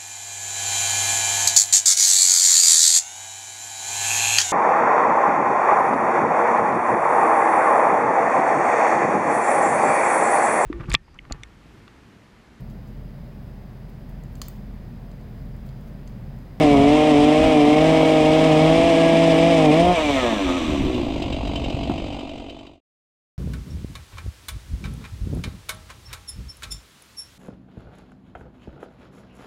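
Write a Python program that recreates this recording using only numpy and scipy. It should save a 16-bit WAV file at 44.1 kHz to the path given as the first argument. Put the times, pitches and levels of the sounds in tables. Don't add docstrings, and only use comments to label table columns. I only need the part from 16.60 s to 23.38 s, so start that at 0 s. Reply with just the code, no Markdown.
import sys
import numpy as np
from scipy import signal
from scipy.fft import rfft, irfft
from scipy.io import wavfile
from scipy.ndimage import uniform_filter1d, map_coordinates

SR = 44100
rng = np.random.default_rng(int(sys.argv[2]) if len(sys.argv) > 2 else 0)


def put_to_file(sound):
    columns = np.atleast_2d(sound).T
    safe = np.clip(columns, -1, 1)
    whole_steps = np.round(safe * 32767)
    wavfile.write(sys.argv[1], SR, whole_steps.astype(np.int16))


N = 298991
TIME = np.arange(N) / SR

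# f/Hz, level/dB
RATTLE_SPECTRUM = [(820, -32), (1400, -13), (1730, -15), (2500, -0.5), (2740, 0), (3010, 0.5), (3300, -6),
                   (3800, -5), (4370, -13.5), (4840, -10), (5410, -23), (5880, -19.5), (8550, -24),
                   (10200, -58), (13000, -52)]


def from_db(db):
    return 10 ** (np.asarray(db) / 20)


def rms_one(x):
    return x / np.sqrt(np.mean(x ** 2) + 1e-20)


def even(x, size=3500):
    power = uniform_filter1d(uniform_filter1d(x ** 2, size), size)
    return x / np.sqrt(np.abs(power) + 1e-12)


def read_off(rows, at=TIME):
    axis, *columns = np.transpose(sorted(rows))
    return np.array([np.interp(at, axis, column) for column in columns])


def noise():
    return rng.standard_normal(N)


def drift(rate_hz):
    knots = rng.standard_normal(8192)
    return rms_one(map_coordinates(knots, [TIME * rate_hz * 2], order=1, mode="wrap"))


def swell(centre_s, half_length_s):
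    return np.exp(-((TIME - centre_s) / half_length_s) ** 2)


def bursts(events, t60):
    return sum(from_db(db - 60 * np.maximum(TIME - s, 0) / t60) * (TIME >= s) for s, db in events)


def colour(x, spectrum, size=8192):
    hz, db = np.transpose(spectrum)
    grid = np.maximum(np.fft.rfftfreq(size, 1 / SR), 1)
    gain = from_db(np.interp(np.log(grid), np.log(hz), db))
    cepstrum = irfft(np.log(gain))
    cepstrum[1:size // 2] *= 2
    cepstrum[size // 2 + 1:] = 0
    response = irfft(np.exp(rfft(cepstrum)))
    return signal.fftconvolve(x, response / np.linalg.norm(response))[:N]


def blend(throttle, idling, flat_out, coasting, idle):
    off_throttle = (1 - idling) * even(coasting) + idling * even(idle)
    return even(throttle * even(flat_out) + (1 - throttle) * off_throttle)


def yard(x, wet_db, t60):
    t = TIME[:SR // 2]
    tail = rng.standard_normal(len(t)) * from_db(-60 * t / t60) * (t > .006)
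    return x + from_db(wet_db) * signal.fftconvolve(x, tail / np.linalg.norm(tail))[:N]


def breeze():
    # t/s, half length/s, peak level/dB
    gusts = [(0.174, 0.14, -25), (.62, .05, -26.5), (.85, .05, -22.5), (2.19, .04, -29),
             (3.27, 0.054, -28.5), (3.885, .03, -24), (4.106, 0.036, -24.5), (4.23, 0.053, -23),
             (5.03, 0.63, -27.5)]
    # f/Hz, level/dB
    rumble = [(8, -33.5), (22, -10.5), (45, 0.5), (80, -2.5), (120, -6), (200, -10.5), (400, -25.5),
              (1500, -71.5)]
    strength = from_db(-36 + 2.5 * drift(4))
    for s, half_length, db in gusts:
        strength = np.hypot(strength, from_db(db) * swell(s, half_length))
    return strength * even(colour(noise(), rumble))


def timber():
    # t/s, level/dB
    thuds = [(5.295, -15), (5.309, -17.5)]
    # f/Hz, level/dB
    wood = [(60, -18), (150, -1), (240, 4), (330, 3.5), (450, -23), (700, -5), (1200, -21.5), (1800, -33),
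            (5000, -59)]
    return colour(noise() * bursts(thuds, t60=0.071), wood)


def clinks(ring_db=-12.5, click_db=-14):
    # t/s, relative level/dB
    landings = [(4.3405, -21.5), (4.5345, -24), (4.621, -17.5), (4.723, -18), (4.872, -20.5),
                (4.9547, -16.5), (5.0402, -20.5), (5.097, -21), (5.2316, -22.5), (5.3767, -22.5),
                (5.4653, -25), (5.5257, -22.5), (5.5892, -20.5), (5.69, -23), (5.7768, -23), (5.8938, -17),
                (5.9876, -20), (6.0643, -17.5)]
    # f/Hz, relative level/dB, t60/s
    bar_modes = [(2680, -49, 0.12), (2797, -3.5, .11), (3060, 0, 0.13), (3020, -12, 0.037),
                 (3300, -25, 0.073), (3780, -10.5, 0.05), (3760, -13, 0.058), (4470, -17, 0.022),
                 (4990, -19, 0.027), (7440, -15, 0.017)]
    slaps = noise() * uniform_filter1d(bursts(landings, t60=.055), size=200, origin=99)
    ring = 0
    for hz, db, t60 in bar_modes:
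        r, w = from_db(-60 / (t60 * SR)), 2 * np.pi * hz / SR
        gain = from_db(db) * np.sin(w) * np.sqrt(1 - r * r)
        ring += signal.lfilter([gain], [1, -2 * r * np.cos(w), r * r], slaps + 1e-18)
    return from_db(ring_db) * ring + from_db(click_db) * colour(slaps, RATTLE_SPECTRUM)


def cut_rings(pulling, width_hz=29):
    # f/Hz, level/dB
    resonances = [(2169, -46), (2832, -47), (3182, -50), (5044, -63), (5771, -63)]
    r = np.exp(-np.pi * width_hz / SR)
    rings = 0
    for hz, db in resonances:
        ring = signal.lfilter([1, 0, -1], [1, -2 * r * np.cos(2 * np.pi * hz / SR), r * r], noise())
        rings += from_db(db) * rms_one(ring)
    return pulling * rings


def firings(turns, lope, idling):
    strength = (1 + .2 * lope + 0.11 * noise()) * from_db(-0.1 * idling * noise())
    return strength * np.diff(np.floor(turns), prepend=0)


def puffs(pulses, decay_s, rise_s=0.00062):
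    poles = np.exp(-1 / (np.array([decay_s, rise_s]) * SR))
    return even(noise() * signal.lfilter([1], np.poly(poles), pulses + 1e-18))


def sprocket_whine(turns):
    # multiple of crank speed, relative level/dB
    orders = [(10, -12), (10.72, -20), (13, -19), (14, -15), (14.28, -13), (16, -11), (17, -24.5),
              (18, -15), (21, -18.5), (28, -22)]
    # f/Hz, level/dB
    cover = [(700, -32), (1050, 7), (1250, 2.5), (1480, -17), (1680, -2.5), (1900, -7), (2100, -4),
             (2320, 3.5), (2600, -8.5), (3200, -2), (4500, -13.5), (8000, -35.5)]
    mesh = 0
    for order, db in orders:
        tone = np.sin(2 * np.pi * order * turns + 1.3 * drift(25))
        mesh += from_db(db) * tone * (1 + .5 * drift(12))
    return rms_one(colour(mesh, cover))


def chain(turns, pulses, throttle, idling):
    # f/Hz, level/dB
    cut_spectrum = [(820, -11.5), (1400, -12), (1500, -19), (1690, -6.5), (2030, -1.5), (2220, -2),
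                    (3190, -2.5), (4540, -16.5), (4970, -11.5), (6260, -20.5), (8470, -20.5), (9460, -23.5),
                    (10400, -47), (13000, -45), (15500, -88.5)]
    # f/Hz, level/dB
    free_spectrum = [(820, -39.5), (1400, -14), (1970, -11), (2360, -3.5), (2610, -6), (3640, -7.5),
                     (4730, -23), (5390, -22), (5900, -16.5), (6520, -24), (7430, -20.5), (9360, -31),
                     (10300, -41), (12800, -36.5), (15500, -71.5)]
    ticks = puffs(pulses, decay_s=.014)
    bites = noise() * from_db(2.0 * drift(35) + 1.7 * drift(350))
    cut = colour(rms_one(bites) + .5 * ticks + 0.24 * even(pulses), cut_spectrum)
    links = even(noise() * from_db(0.77 * drift(60)) + 0.38 * ticks)
    free = colour(links + .7 * even(yard(pulses, wet_db=0, t60=.15)), free_spectrum)
    casing = puffs(pulses, decay_s=.009, rise_s=.0016) * from_db(1.5 * drift(25))
    idle = colour(yard(casing, wet_db=-3, t60=.25), RATTLE_SPECTRUM)
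    whine = from_db(-3.5 - 4.4 * throttle) * sprocket_whine(turns)
    return even(blend(throttle, idling, cut, free, idle) + (1 - idling) * whine)


def exhaust(turns, lope_cycles, lope_depth, pulses, throttle, idling, pulling, boom_db, bark_db):
    # f/Hz, level/dB
    low_running = [(100, -50), (170, -24.5), (215, -1.5), (250, -1.5), (287, 6.5), (330, -5.5), (375, -3),
                   (420, -26), (600, -67.5)]
    low_idle = [(100, -8.5), (150, -16.5), (205, -16), (240, -1), (265, 3.5), (300, 2), (340, -0.5),
                (390, -13), (440, -20.5), (650, -67)]
    # f/Hz, level/dB
    high_open = [(300, -35.5), (410, 6.5), (470, 6), (550, -4), (610, -0.5), (665, 6.5), (770, 2.5),
                 (830, -5.5), (980, -15), (1200, -37), (1500, -44.5), (2500, -68.5)]
    high_shut = [(250, -42.5), (410, -10), (500, 3), (590, 0.5), (680, 4), (780, -5.5), (880, -5),
                 (1050, -6), (1270, -14.5), (1550, -27.5), (2500, -54)]
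    high_idle = [(250, -32.5), (410, -7), (500, -6), (590, -3), (680, -1), (780, -6.5), (880, -9),
                 (1050, -15), (1250, -19.5), (1550, -34.5), (2500, -62.5)]
    # f/Hz, level/dB
    post = [(300, -25), (450, -7.5), (570, 2), (720, -1.5), (850, -5), (970, -3.5), (1150, -10),
            (1400, -19), (2200, -60.5)]
    # t/s, level/dB
    hum_levels = [(0.0, -18.5), (0.07, -29.5), (0.85, -28.5), (1.11, -31), (1.25, -21.5), (1.45, -27),
                  (2.09, -19.5), (2.22, -29), (2.51, -22.5), (3.33, -20.5)]

    beats = even(pulses)
    gas = puffs(pulses, decay_s=0.0067)
    putter = yard(puffs(pulses, decay_s=.0045, rise_s=.0018), wet_db=-5, t60=.2)

    undertone = np.cos(2 * np.pi * (2 * turns - lope_cycles) + 0.21 * drift(21)) * (1 + 0.38 * drift(30))
    open_boom = even(colour(beats + 0.35 * gas, low_running)) + from_db(5) * lope_depth * undertone
    shut_boom = colour(yard(beats + (.2 + .7 * idling) * gas, wet_db=-8, t60=.2), low_running)
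    idle_boom = colour(putter + yard(beats, wet_db=-3, t60=.2), low_idle)
    boom = even(blend(throttle, idling, open_boom, shut_boom, idle_boom), size=1800)

    growl = colour(noise() + 1.13 * gas, post)
    open_bark = even(colour(beats + .12 * gas, high_open)) + from_db(-14) * growl
    shut_bark = colour(yard(beats + (.28 + 2.2 * idling) * gas, wet_db=-6, t60=.2), high_shut)
    idle_bark = colour(putter + .3 * beats, high_idle)
    bark = blend(throttle, idling, open_bark, shut_bark, idle_bark)

    hum_db, = read_off(hum_levels)
    hum = np.sqrt(2) * np.cos(2 * np.pi * turns - .8) * (1 + 0.15 * drift(30))
    hum_gain = pulling * from_db(hum_db) + idling * from_db(boom_db - 14)
    return from_db(boom_db) * boom + from_db(bark_db) * bark + hum_gain * hum


def saw_levels(speed, pulling, idling):
    # speed/(turns/s), boom/dB, bark/dB, rasp/dB
    in_cut = [(140, -14.5, -16.5, -30.5), (151.9, -14, -18, -28.5), (152.3, -18, -16.5, -28.5),
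              (166, -19, -16, -27), (180, -22.5, -16, -31)]
    # speed/(turns/s), boom/dB, bark/dB, rasp/dB
    coasting = [(174, -44, -20.5, -26.5), (147, -20, -21.5, -28), (126, -23, -26, -26.5),
                (100, -26, -26.5, -30.5), (85, -23.5, -31.5, -29.5), (64, -21.5, -32.5, -34),
                (53.6, -25.5, -33, -37), (45.7, -32, -33.5, -35.5)]
    levels_db = pulling * read_off(in_cut, speed) + (1 - pulling) * read_off(coasting, speed)
    boom_db, bark_db, rasp_db = levels_db + 2 * swell(3.9, 0.015)
    sputter_db = 2.5 * (1 - pulling) * (1 - idling)
    return boom_db + sputter_db * drift(22), bark_db + sputter_db * drift(22), rasp_db - 4.5 * idling


def scene():
    # t/s, speed/(turns/s)
    cut_revs = [(0.0, 162.0), (0.02, 154.6), (0.07, 146.7), (0.18, 138.1), (0.36, 152.2), (0.49, 152.5),
                (0.55, 144.7), (0.88, 158.9), (1.02, 145.4), (1.26, 159.0), (1.55, 157.2), (1.62, 153.3),
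                (1.85, 159.5), (1.94, 153.6), (2.28, 168.1), (2.34, 163.4), (2.63, 165.4), (2.75, 162.0),
                (2.9, 168.5), (3.1, 149.0), (3.25, 178.2), (3.33, 178.5)]
    coast_revs = [(3.37, 161), (3.848, 91.2), (3.91, 87), (3.952, 91), (4.002, 81.9), (4.282, 62.1),
                  (4.36, 61.3), (4.5, 53.6)]
    # t/s, opening (0-1)
    trigger = [(0, 0.67), (3.3, 0.71), (3.37, 0.4), (3.8, 0.1), (4.25, 0)]
    release_s, release_takes_s = 3.315, 0.045
    idle_from_s, idle_turns_per_s, idle_reach_turns_per_s = 4.68, 47.5, 20

    speed, = read_off([*cut_revs, *coast_revs, (idle_from_s, idle_turns_per_s)])
    throttle, = read_off(trigger)
    pulling = np.clip(1 - (TIME - release_s) / release_takes_s, 0, 1)
    idling = np.exp(-np.maximum(speed - idle_turns_per_s, 0) / idle_reach_turns_per_s)
    boom_db, bark_db, rasp_db = saw_levels(speed, pulling, idling)
    hunting = .003 * drift(30) + .018 * idling * drift(12)
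    turns = np.cumsum(speed * (1 + hunting)) / SR
    lope_depth = throttle * np.interp(speed, [145, 164], [.35, 1])
    lope_cycles = np.cumsum(49 + 2.0 * drift(7.3)) / SR
    pulses = firings(turns, lope_depth * np.cos(2 * np.pi * lope_cycles), idling)
    engine = exhaust(turns, lope_cycles, lope_depth, pulses, throttle, idling, pulling, boom_db, bark_db)
    rasp = from_db(rasp_db) * chain(turns, pulses, throttle, idling)
    return (engine + rasp + cut_rings(pulling) + clinks() + timber() + breeze())[None]


def record(dry):
    fade_end_s, fade_takes_s, cutoff_hz = 6.205, 1, 15500
    fade = np.clip((fade_end_s - TIME) / fade_takes_s, 1e-9, 1) ** .92
    low_pass = signal.ellip(14, .1, 90, cutoff_hz, fs=SR, output="sos")
    return signal.sosfilt(low_pass, dry * fade)


dry = scene()
out = record(dry)
put_to_file(out)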